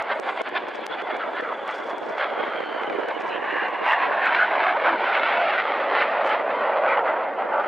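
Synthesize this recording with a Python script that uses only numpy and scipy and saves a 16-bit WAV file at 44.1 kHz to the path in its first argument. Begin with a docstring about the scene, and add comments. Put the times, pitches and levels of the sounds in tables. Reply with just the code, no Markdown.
"""Jets over a tidal flat

Display jets cross an open tidal flat, and one banks away with its exhaust turned to the listener.
A turbine whine, falling by the Doppler effect, gives way to a crackling roar over a steady rumble.
Turbulent air makes the roar surge; interference with its ground reflection gives it a sliding, hollow
colour. Gusts buffet the two microphone ports. Close by are a thin hiss, a whirr, short rustles and
sharp ticks, after some of which the level dips briefly."""
import sys
import numpy as np
from scipy import signal
from scipy.fft import rfft, irfft, next_fast_len
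from scipy.io import wavfile
from scipy.ndimage import uniform_filter1d, map_coordinates

SR = 44100
rng = np.random.default_rng(int(sys.argv[2]) if len(sys.argv) > 2 else 0)


def put_to_file(sound):
    """Save the sound as 16-bit audio at rate SR, in the file named by the first command-line argument."""
    columns = np.atleast_2d(sound).T  # one column per channel
    safe = np.clip(columns, -1, 1)
    whole_steps = np.round(safe * 32767)
    wavfile.write(sys.argv[1], SR, whole_steps.astype(np.int16))


N = 338643
TIME = np.arange(N) / SR
FFT_SIZE = next_fast_len(N, real=True)
FREQ = np.maximum(np.arange(FFT_SIZE // 2 + 1) * SR / FFT_SIZE, 1)

# Exhaust noise, rising as the jet turns its tail to the listener.
# Each row: time in seconds, relative levels of the low roar and of the higher rasp in dB.
EXHAUST_LEVELS = [(0, -29.5, -32), (.78, -38.5, -42.5), (1.13, -29.5, -33.5), (1.55, -34, -35.5),
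                  (2.05, -33, -38.5), (2.4, -28, -30), (2.68, -33, -34.5), (3.22, -31, -36.5),
                  (3.78, -36, -33.5), (4.05, -26, -28), (4.75, -28.5, -33.5), (5.3, -27.5, -28),
                  (5.7, -25, -30), (6.8, -24, -31), (7.33, -26, -32), (7.68, -27.5, -30.5)]
# Directivity: roar and rasp of the jet approaching, abeam and flying away.
# Each row: frequency in Hz, relative spectral density in dB.
ROAR_AHEAD = [(260, -42), (450, -6.5), (579, 0.5), (800, -2.5), (1150, 0.5), (1500, -31.5), (2530, -120)]
ROAR_ABEAM = [(260, -40.5), (450, -8.5), (620, 2), (850, 6), (1150, 5.5), (1500, -32), (2530, -120)]
ROAR_AWAY = [(260, -50), (450, -8.5), (550, -1.5), (700, -3), (950, -0.5), (1150, -7.5), (1500, -34.5),
             (2530, -120)]
RASP_AHEAD = [(680, -34), (1150, -0.5), (1340, -0.5), (1540, 0), (2000, -1.5), (2620, -9.5), (3220, -11.5),
              (3780, -18.5), (4550, -25), (5920, -46.5), (10000, -120)]
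RASP_ABEAM = [(680, -26.5), (1150, -6.5), (1540, -2.5), (2190, -5.5), (3350, -18), (4060, -24), (4550, -34),
              (5920, -47.5), (10000, -120)]
RASP_AWAY = [(680, -25.5), (1150, -3), (1350, -2.5), (1620, -5), (2060, -9), (2680, -17), (3170, -19),
             (3780, -30.5), (4550, -34.5), (5920, -57.5), (10000, -120)]
ROAR_ASPECTS_S, RASP_ASPECTS_S = (3.33, 4.1, 5.42), (2.8, 3.3, 7.44)   # ahead, abeam, away
# Focusing by the air. Each row: centre and half length in seconds, roar gain and rasp gain in dB.
SURGES = [(0.01, 0.013, 3.5, 5), (0.114, 0.017, 7, 8), (0.286, 0.018, 6, 4.5), (0.405, 0.028, 5.5, 7),
          (0.474, 0.0071, 8.5, 8), (0.566, 0.015, 11, 15), (0.686, 0.0072, 6, 4.5), (.845, .014, 3, 4.5),
          (0.93, 0.026, 3.5, 9), (1.002, 0.022, 1, 9), (1.032, 0.0079, -5, -5), (1.107, .009, 2.5, 6.5),
          (1.152, 0.012, 0.5, 3.5), (1.215, 0.024, -5.5, 2), (1.406, 0.034, -1, 6.5),
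          (1.525, 0.0066, 11, 1), (1.714, 0.049, 1, 6), (1.913, 0.019, 5.5, 4), (2.189, 0.015, 2, 6),
          (2.225, 0.032, 3.5, 7.5), (2.641, 0.011, -9, 2), (2.797, 0.021, 3.5, 4), (2.888, 0.0059, -11, -6),
          (2.914, 0.0067, -3, -5.5), (3.34, 0.029, -0.5, 3.5), (3.416, 0.024, -2.5, -0.5),
          (3.525, 0.076, 0, 6.5), (3.647, 0.029, 6, 7), (3.745, 0.017, 2, 5), (3.897, 0.05, 7, 8),
          (3.935, 0.0063, -1, 4), (4.018, 0.024, -0.5, 4), (4.265, 0.036, -1, 7), (4.393, 0.052, -1.5, 8.5),
          (4.52, 0.054, 2, 2), (4.638, 0.043, 3, 6), (4.706, 0.018, 1, 5.5), (4.867, 0.037, 4.5, 7),
          (4.963, 0.018, -2, -3.5), (5.12, 0.068, 2, 2.5), (5.592, 0.011, 4, 7), (5.63, 0.033, -5, -4),
          (5.987, 0.05, 3, 5.5), (6.012, 0.021, -2, 2.5), (6.194, 0.022, 1, -1.5), (6.329, 0.031, 2, 5.5),
          (6.45, 0.042, -1, -4), (6.919, 0.037, 1.5, 6.5), (6.983, 0.014, 6, 5), (7.035, 0.013, 2, -6),
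          (7.076, 0.023, 2, 5), (7.326, 0.044, -5.5, -4), (7.568, 0.025, 5.5, -2.5)]
# Transmission of the exhaust's treble. Each row: time in seconds, gain in dB.
TREBLE_GAIN = [(.1, -2.5), (.55, 4), (.78, 3.5), (.97, -2), (1.55, -4), (2.4, -2.5), (3.3, -4), (3.9, -3),
               (4.3, -1.5), (5.45, 3), (6.85, -3.5), (7.1, -5.5), (7.68, -1.5)]
# Ground reflection. Each row: time in seconds, lag behind the direct sound in seconds.
GROUND_LAG = [(.1, .0014), (.55, .00122), (1.1, .00135), (2.2, .0014), (3.05, .00133), (3.35, .00113),
              (3.9, .0011), (4.4, .0013), (5.0, .00138), (5.5, .00145), (5.95, .00156), (6.9, .00151),
              (7.68, .00145)]
# Turbine blade tone. Each row: time in seconds, Doppler-shifted frequency in Hz, relative level in dB.
WHINE = [(0, 3500, -67), (.75, 3394, -57), (1.4, 3392, -58), (2.2, 3372, -55), (2.46, 3210, -50.5),
         (2.8, 3050, -51), (3.15, 2950, -54), (3.9, 2737, -47.5), (4.6, 2478, -59.5)]
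# Flares of the whine. Each row: centre and half length in seconds, gain in dB.
WHINE_FLARES = [(.938, .022, 3), (1.14, .022, 6), (2.425, .018, 6), (2.495, .02, 6), (2.59, .022, 5.5),
                (2.677, 0.027, 4.5), (2.79, 0.015, 3.5), (2.866, .014, 8), (3.156, 0.017, 10)]
# Gusts (positive), and moments when the wind noise is turned down as the jet surges (negative).
# Each row: centre and half length in seconds, gain in dB.
GUSTS_AND_DUCKS = [(.1, 0.021, -15), (0.206, 0.0094, 12), (0.375, 0.016, -22), (0.422, 0.012, 14),
                   (0.646, 0.023, 4), (1.175, 0.011, 7), (1.412, 0.021, 10), (1.587, 0.013, -18),
                   (1.736, 0.07, -11), (1.813, 0.014, 10), (2.027, 0.015, 0.5), (2.208, 0.037, -12),
                   (2.43, 0.058, 5), (2.609, 0.0056, 9), (2.955, 0.14, 4.5), (3.294, 0.0095, 7),
                   (3.934, 0.046, -14), (4.094, 0.032, 3), (4.447, 0.039, -13), (4.782, 0.07, 9),
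                   (6.4, 0.022, 12)]
# Envelopes of the plume's rumble, the wind on the ports, the hiss and the whirr.
# Each row: time in seconds, relative level in dB.
RUMBLE_LEVEL = [(0, -43.5), (1, -44.5), (2, -42), (2.6, -46), (3.2, -52), (4.3, -40.5), (4.85, -38.5),
                (5.2, -39.5), (5.8, -38), (6.8, -39.5), (7.68, -40.5)]
WIND_LEVEL = [(0, -40.5), (.6, -35), (1.35, -34), (1.75, -34.5), (2.4, -33.5), (3.15, -32.5), (3.8, -32.5),
              (4.6, -41.5), (5.3, -42), (6.1, -46), (7.0, -44.5), (7.68, -36.5)]
HISS_LEVEL = [(0, -75), (.6, -77), (1.3, -73.5), (1.9, -73), (2.35, -74.5), (3.0, -73.5), (4.3, -79),
              (5.2, -79), (6.6, -79), (7.2, -84), (7.68, -79)]
WHIRR_LEVEL = [(.08, -110), (.13, -76), (.28, -70), (.41, -72), (.44, -110)]
# Spectra of the rumble, small and large eddies on a port, the hiss, the whirr and a rustle.
# Each row: frequency in Hz, relative spectral density in dB.
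RUMBLE_COLOUR = [(25, -65.5), (65, -60), (100, -39.5), (160, -19), (240, -8), (340, -3.5), (450, 4)]
BUFFET_COLOUR = [(40, -54.5), (65, -52), (100, -33), (150, -18.5), (230, -9), (350, -1), (500, 3),
                 (700, -3.5), (1000, -8.5), (1600, -15.5), (2500, -24), (4000, -39), (6000, -55),
                 (10000, -67.5)]
THUD_COLOUR = [(200, -17), (320, -1.5), (520, -1.5), (800, -5.5)]
HISS_COLOUR = [(5000, 2.5), (6600, 1.5), (8500, -5), (10500, -10.5), (13000, -17.5), (15500, -27)]
WHIRR_COLOUR = [(6200, -11.5), (6700, 3.5), (7200, -5), (7800, -0.5), (8600, -2), (9200, -11)]
RUSTLE_COLOUR = [(4500, 8.5), (6600, -4), (8300, -9.5), (10500, -17.5), (13000, -24), (15500, -42)]
# Which port faces the wind. Each row: time in seconds, left over right in dB.
WINDWARD = [(0, -1), (.8, 5), (1.3, -3), (1.8, 3.5), (2.5, -3), (2.95, -4.5), (4.5, -3), (5.5, -5.5),
            (7.68, 0.5)]
# Ticks. 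Each row: start in seconds, relative level in dB, following dip in dB (negative for a lift).
TICKS = [(.025, -23, 3), (0.199, -18.5, 11), (.418, -22, 16), (0.491, -28, 4), (0.862, -25, -3.5),
         (0.8663, -12, 11), (1.02, -32, 1), (1.168, -29, 4), (1.411, -34, 12.5), (1.678, -25, -3),
         (1.983, -27, 3), (3.086, -27, -1.5), (3.685, -34, -0.5), (4.257, -25, -1), (6.274, -26, 1)]
# Rustles. Each row: centre and half length in seconds, relative level in dB.
RUSTLES = [(.29, 0.027, -67), (0.688, 0.0044, -54), (0.75, 0.023, -66), (1.747, 0.053, -60),
           (1.887, 0.037, -61), (2.06, 0.054, -65), (2.183, .025, -62), (3.212, 0.014, -60),
           (3.277, 0.031, -64), (3.896, 0.044, -58), (6.275, 0.028, -59.5)]
# Howls of the roar and whistles of the turbine. Each row: centre and half length in seconds,
# frequency in Hz, glide in octaves per second, relative level in dB.
HOWLS = [(1.137, .03, 2124, 2.5, -36), (1.228, 0.025, 1330, 0, -27.5), (1.396, 0.02, 1805, -2.5, -30.5),
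         (1.467, 0.067, 1352, -6.5, -29.5), (2.991, 0.052, 400, 1.5, -31), (3.34, 0.031, 2804, 2, -33.5),
         (3.578, 0.09, 1730, -0.7, -27.5), (3.92, 0.023, 1850, 2.5, -22), (4.124, 0.032, 620, 1, -24),
         (4.282, 0.038, 1480, -1, -23.5), (4.423, 0.024, 1470, -1, -15.5), (4.89, 0.054, 930, 0, -20),
         (4.917, 0.038, 330, -1, -32), (5.423, 0.088, 676, 0, -22.5), (5.821, 0.04, 627, -1, -25.5),
         (6.182, 0.12, 629.4, -0.8, -25), (6.811, 0.066, 568, 0.5, -21), (6.912, 0.055, 1333, 0.5, -25),
         (6.914, 0.041, 2220, -2.5, -26.5), (7.09, 0.028, 1242, 0.5, -24),
         (7.573, 0.035, 1398, -0.5, -25.5)]
WHISTLES = [(2.63, .08, 4385, -.38, -62), (2.755, .045, 4510, -.75, -65.5), (3.32, .022, 4000, -.4, -57)]
# Single strong shocks. Each row: start in seconds, peak of the direct sound in dB.
CRACKS = [(2.835, -15), (2.899, -15), (3.28, -19), (6.889, -15)]
# Balance of the microphones. 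Each row: frequency in Hz, left over right in dB.
MIC_BALANCE = [(100, -1.1), (4000, -.6)]
# Incoherence of the microphones. Each row: frequency in Hz, side over mid in dB.
MIC_SPREAD = [(100, -23.5), (500, -24.5), (1500, -28), (3500, -22), (6000, -24.5), (10000, -13.5)]


def from_db(db):
    """Amplitude ratio of a level in decibels."""
    return np.exp(np.asarray(db) * (np.log(10) / 20))


def rms_one(x):
    """Normalisation to rms 1."""
    return x / np.sqrt(np.mean(x ** 2) + 1e-20)


def in_time(rows):
    """Linear interpolation of each column to every sample."""
    s, *columns = np.transpose(rows)
    return [np.interp(TIME, s, column) for column in columns]


def over_hz(points):
    """Interpolation of a table along a logarithmic frequency axis."""
    hz, value = np.transpose(points)
    return np.interp(np.log(FREQ), np.log(hz), value)


def butterworth(order, hz, kind="low"):
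    """Sections of a maximally flat filter."""
    return signal.butter(order, hz, kind, fs=SR, output="sos")


def delayed(x, lag_s):
    """Both channels after a varying propagation delay."""
    return np.array([np.interp(TIME - lag_s, TIME, side, left=0) for side in x])


def drift(rate_hz):
    """Low-pass random fluctuation of rms 1 with its corner at rate_hz."""
    hz = np.arange(N // 32 // 2 + 1) * SR / N
    spectrum = rfft(rng.standard_normal(N // 32)) / (1 + (hz / rate_hz) ** 2)
    slow = rms_one(irfft(spectrum))
    return np.interp(np.linspace(0, len(slow) - 1, N), np.arange(len(slow)), slow)


def bell(s, half_s, steepness=3.5):
    """Flat-topped envelope of height 1, down to 0.61 at half_s either side of s."""
    near = slice(*np.searchsorted(TIME, [s - 4 * half_s, s + 4 * half_s]))
    out = np.zeros(N)
    out[near] = np.exp(-.5 * np.abs((TIME[near] - s) / half_s) ** steepness)
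    return out


def noise_pair(impulses=0):
    """Spectra of white noise plus impulses, largely coherent at two closely spaced microphones."""
    mid, side = rng.standard_normal((2, N))
    mid = rfft(rms_one(mid + impulses), FFT_SIZE)
    side = from_db(over_hz(MIC_SPREAD)) * rfft(side, FFT_SIZE)
    signs = np.array([[1], [-1]])
    return (mid + signs * side) * from_db(signs * over_hz(MIC_BALANCE) / 2)


def coloured(spectrum, colour):
    """Spectral shaping to a sound of rms 1 that falls steeply beyond the ends of the colour table."""
    skirts = 1 / np.sqrt((1 + (colour[0][0] / FREQ) ** 12) * (1 + (FREQ / colour[-1][0]) ** 12))
    return rms_one(irfft(spectrum * from_db(over_hz(colour)) * skirts, FFT_SIZE)[:, :N])


def rush(envelope, colour, flutter_db, rate_hz, grains=0):
    """Shaped noise and grains, amplitude-modulated by an envelope and a random flutter."""
    db, = in_time(envelope)
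    return from_db(db + flutter_db * drift(rate_hz)) * coloured(noise_pair(grains), colour)


def narrow_band(hz, width_hz):
    """Random modulation of amplitude and phase broadens a gliding tone into a band of rms 1."""
    phase = 2 * np.pi * np.cumsum(hz) / SR
    steps = np.arange(len(hz)) * width_hz / SR
    knots = rng.standard_normal((2, N // 32))
    in_phase, quadrature = (np.interp(steps, np.arange(len(row)), row) for row in knots)
    return rms_one(in_phase * np.cos(phase) + quadrature * np.sin(phase))


def bloom(s, half_s, hz, glide, db, width_hz):
    """A narrow band glides exponentially under a bell envelope."""
    out = bell(s, half_s)
    near = out > 0
    out[near] *= from_db(db) * narrow_band(hz * 2 ** (glide * (TIME[near] - s)), width_hz)
    return out


def crackle(per_s, spread_db, clump_db):
    """A Poisson process of uneven one-sided impulses; its drifting rate gathers them in clumps."""
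    born = rng.random(N) < per_s * from_db(clump_db * drift(14)) / SR
    return rms_one(born * from_db(spread_db * np.minimum(rng.exponential(1, N), 4)))


def directivity(spectrum, colours, aspects_s):
    """A jet's spectrum depends on angle, so the colour changes as its tail turns to the listener."""
    shares = [np.interp(TIME, aspects_s, one) for one in np.eye(len(colours))]
    return sum(np.sqrt(share) * coloured(spectrum, colour) for share, colour in zip(shares, colours))


def surges():
    """Refraction in turbulent air focuses the sound or bends it away: roar and rasp gains in dB."""
    return sum(np.outer(gains_db, bell(s, half_s)) for s, half_s, *gains_db in SURGES)


def exhaust(surge_db, roar_shocks_db, rasp_shocks_db):
    """Turbulent mixing radiates noise and shocks; eddies on the path modulate them, the treble more."""
    roar_db, rasp_db = in_time(EXHAUST_LEVELS) + surge_db
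    shocks = crackle(per_s=460, spread_db=5.0, clump_db=4.5)
    path_db = 0.84 * drift(24)
    roar_source = noise_pair(from_db(roar_shocks_db) * shocks)
    rasp_source = noise_pair(from_db(rasp_shocks_db) * shocks)
    roar = directivity(roar_source, (ROAR_AHEAD, ROAR_ABEAM, ROAR_AWAY), ROAR_ASPECTS_S)
    rasp = directivity(rasp_source, (RASP_AHEAD, RASP_ABEAM, RASP_AWAY), RASP_ASPECTS_S)
    roar *= from_db(roar_db + 0.5 * path_db + 0.24 * drift(8.3))
    rasp *= from_db(rasp_db + path_db + 0.7 * drift(16))
    return roar + rasp


def air_transmission(x, treble_hz):
    """The air transmits now more of the treble, now less."""
    treble_db, = in_time(TREBLE_GAIN)
    dull = signal.sosfilt(butterworth(2, treble_hz), x)
    return dull + from_db(treble_db) * (x - dull)


def scintillation(x, depth_db, patch_hz, patch_s):
    """Eddies focus each band separately, so patches of the spectrum swell and fade."""
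    hz, s, spectra = signal.stft(x, SR, nperseg=512)
    field = rng.standard_normal((int(hz[-1] / patch_hz) + 2, int(s[-1] / patch_s) + 2))
    grid = np.meshgrid(hz / patch_hz, s / patch_s, indexing="ij")
    gain = from_db(depth_db * map_coordinates(field, grid, order=2))
    return signal.istft(spectra * rms_one(gain), SR, nperseg=512)[1][:, :N]


def ground_reflection(x, echo_db, top_hz):
    """The rippled wet flat scatters treble but mirrors the low roar: a comb that slides with the jet."""
    lag_s, = in_time(GROUND_LAG)
    low = signal.sosfiltfilt(butterworth(3, top_hz), x)
    return x + from_db(echo_db) * delayed(low, lag_s)


def second_ray(x, delay_s, wander_s, echo_db):
    """Multipath interference: a second ray through turbulent air comes and goes, sweeping a comb."""
    lag_s = delay_s + wander_s * drift(1.6)
    strength = from_db(echo_db) * np.tanh(drift(6.5))
    return (x + strength * delayed(x, lag_s)) / np.sqrt(1 + strength ** 2)


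def turbine(surge_db, surge_share, gain_db, flutter_db, width_hz):
    """The Doppler-shifted blade tone, broadened by the air, flutters, flares and follows the surges."""
    hz, db = in_time(WHINE)
    flare_db = sum(peak_db * bell(s, half_s) for s, half_s, peak_db in WHINE_FLARES)
    db = db + gain_db + flare_db + surge_share * surge_db + flutter_db * drift(30)
    return from_db(db) * narrow_band(hz, width_hz)


def plume_rumble():
    """Large, slow eddies of the plume radiate low-frequency noise."""
    return rush(RUMBLE_LEVEL, RUMBLE_COLOUR, flutter_db=1.5, rate_hz=26)


def wind(gain_db, lumps_db, shared_db, lumps_hz, lump_limit_db, thuds_per_s, thud_db):
    """Turbulent pressure on each port: small eddies break in uneven lumps, large ones land as thuds."""
    db, = in_time(WIND_LEVEL)
    db = db + drift(26) + sum(change_db * bell(s, half_s) for s, half_s, change_db in GUSTS_AND_DUCKS)
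    windward_db, = in_time(WINDWARD)
    power_share = 1 / (1 + from_db(np.array([-windward_db, windward_db])) ** 2)
    eddy_db = np.array([lumps_db * drift(lumps_hz) for port in range(2)]) + shared_db * drift(lumps_hz)
    eddy_db = lump_limit_db * np.tanh(eddy_db / lump_limit_db)
    eddies = coloured(rfft(rng.standard_normal((2, N)) * from_db(eddy_db), FFT_SIZE), BUFFET_COLOUR)
    impacts = (rng.random((2, N)) < thuds_per_s / SR) * rng.uniform(-1.0, 1, (2, N))
    thuds = from_db(thud_db) * coloured(rfft(impacts, FFT_SIZE), THUD_COLOUR)
    return from_db(db + gain_db) * np.sqrt(2 * power_share) * (eddies + thuds)


def hiss():
    """Sparse impulses in high-frequency noise are heard as a thin, scratchy hiss."""
    scratches = from_db(-4.5) * crackle(per_s=60, spread_db=1.0, clump_db=2)
    return rush(HISS_LEVEL, HISS_COLOUR, flutter_db=1.9, rate_hz=70, grains=scratches)


def ticks(body_hz, damping_s, scratch_db, scratch_s):
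    """A heavily damped oscillation swings back once, with a short scratch behind it at each port."""
    out = np.zeros((2, N))
    age = TIME[:SR // 50]
    edge = np.exp(-age / damping_s) * np.cos(2 * np.pi * body_hz * age)
    for s, db, _ in TICKS:
        scratch = from_db(scratch_db) * rng.standard_normal((2, len(age))) * np.exp(-age / scratch_s)
        out[:, round(s * SR):][:, :len(age)] += from_db(db) * (edge + scratch)
    return signal.sosfilt(butterworth(2, [350, 8500], "band"), out)


def dips(recovery_s):
    """A gain that drops at most ticks, lifts at a few, and recovers linearly in decibels."""
    drop_db = sum(db * (TIME > s) * np.clip(1 - (TIME - s) / recovery_s, 0, 1) for s, _, db in TICKS)
    return from_db(-uniform_filter1d(uniform_filter1d(drop_db, size=200), size=140))


def whirr():
    """A high band of noise with fluttering amplitude is heard as a brief, thin whirr."""
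    return rush(WHIRR_LEVEL, WHIRR_COLOUR, flutter_db=2.0, rate_hz=40)


def rustles(grains_db, flutter_db):
    """Dense impulses and noise merge into short patches of fine scratching."""
    envelope = sum(from_db(db) * bell(s, half_s) for s, half_s, db in RUSTLES)
    grains = from_db(grains_db) * crackle(per_s=500, spread_db=0.5, clump_db=6.5)
    return envelope * from_db(flutter_db * drift(60)) * coloured(noise_pair(grains), RUSTLE_COLOUR)


def howls(gain_db, relative_width, low_cut_hz):
    """Narrow-band noise has pitch: bands of the roar swell into brief, gliding howls."""
    out = sum(bloom(s, half_s, hz, glide, db + gain_db, relative_width * hz)
              for s, half_s, hz, glide, db in HOWLS)
    return signal.sosfilt(butterworth(4, low_cut_hz, "high"), out)


def whistles(width_hz):
    """Higher turbine tones sweep past, falling in pitch, while the jet is abeam."""
    return sum(bloom(*row, width_hz) for row in WHISTLES)


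def cracks(band_hz):
    """Single strong shocks, rounded by propagation over distance, stand out of the crackle."""
    out = np.zeros(N)
    band = butterworth(2, band_hz, "band")
    shock = signal.sosfilt(band, signal.sosfilt(band, signal.unit_impulse(SR // 100)))
    for s, db in CRACKS:
        out[round(s * SR):][:len(shock)] += from_db(db) * shock / np.abs(shock).max()
    return out


def scene():
    """Superposition of the distant jet, heard through air and off the ground, and the near sounds."""
    surge_db = surges()
    jet = exhaust(surge_db, roar_shocks_db=-9.5, rasp_shocks_db=-5.5)
    jet = air_transmission(jet, treble_hz=2770)
    jet = scintillation(jet, depth_db=1.5, patch_hz=260, patch_s=.05)
    jet += cracks(band_hz=[350, 2480])
    jet = ground_reflection(jet, echo_db=-9, top_hz=2100)
    jet = from_db(-0.82) * second_ray(jet, delay_s=0.002543, wander_s=0.000579, echo_db=-6.0)
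    jet += howls(gain_db=-3.5, relative_width=.25, low_cut_hz=300)
    jet += turbine(surge_db[1], surge_share=0.99, gain_db=2.5, flutter_db=3.2, width_hz=300)
    jet += whistles(width_hz=25)
    rumble = plume_rumble()
    near = hiss() + rustles(grains_db=-4.0, flutter_db=4.5) + whirr()
    gusts = wind(gain_db=-2.5, lumps_db=5.5, shared_db=5.0, lumps_hz=56, lump_limit_db=16.5,
                 thuds_per_s=22, thud_db=-4.0)
    near += ticks(body_hz=900, damping_s=0.00026, scratch_db=-21.0, scratch_s=0.0012)
    return (jet + rumble + gusts) * dips(recovery_s=0.04) + near


def record(dry):
    """Band limiting: a wind filter removes the deep bass and a steep low-pass cuts the top."""
    thin = signal.sosfilt(butterworth(2, 55, "high"), dry)
    return signal.sosfilt(signal.ellip(10, .1, 80, 15700, fs=SR, output="sos"), thin)


dry = scene()
out = record(dry)
put_to_file(out)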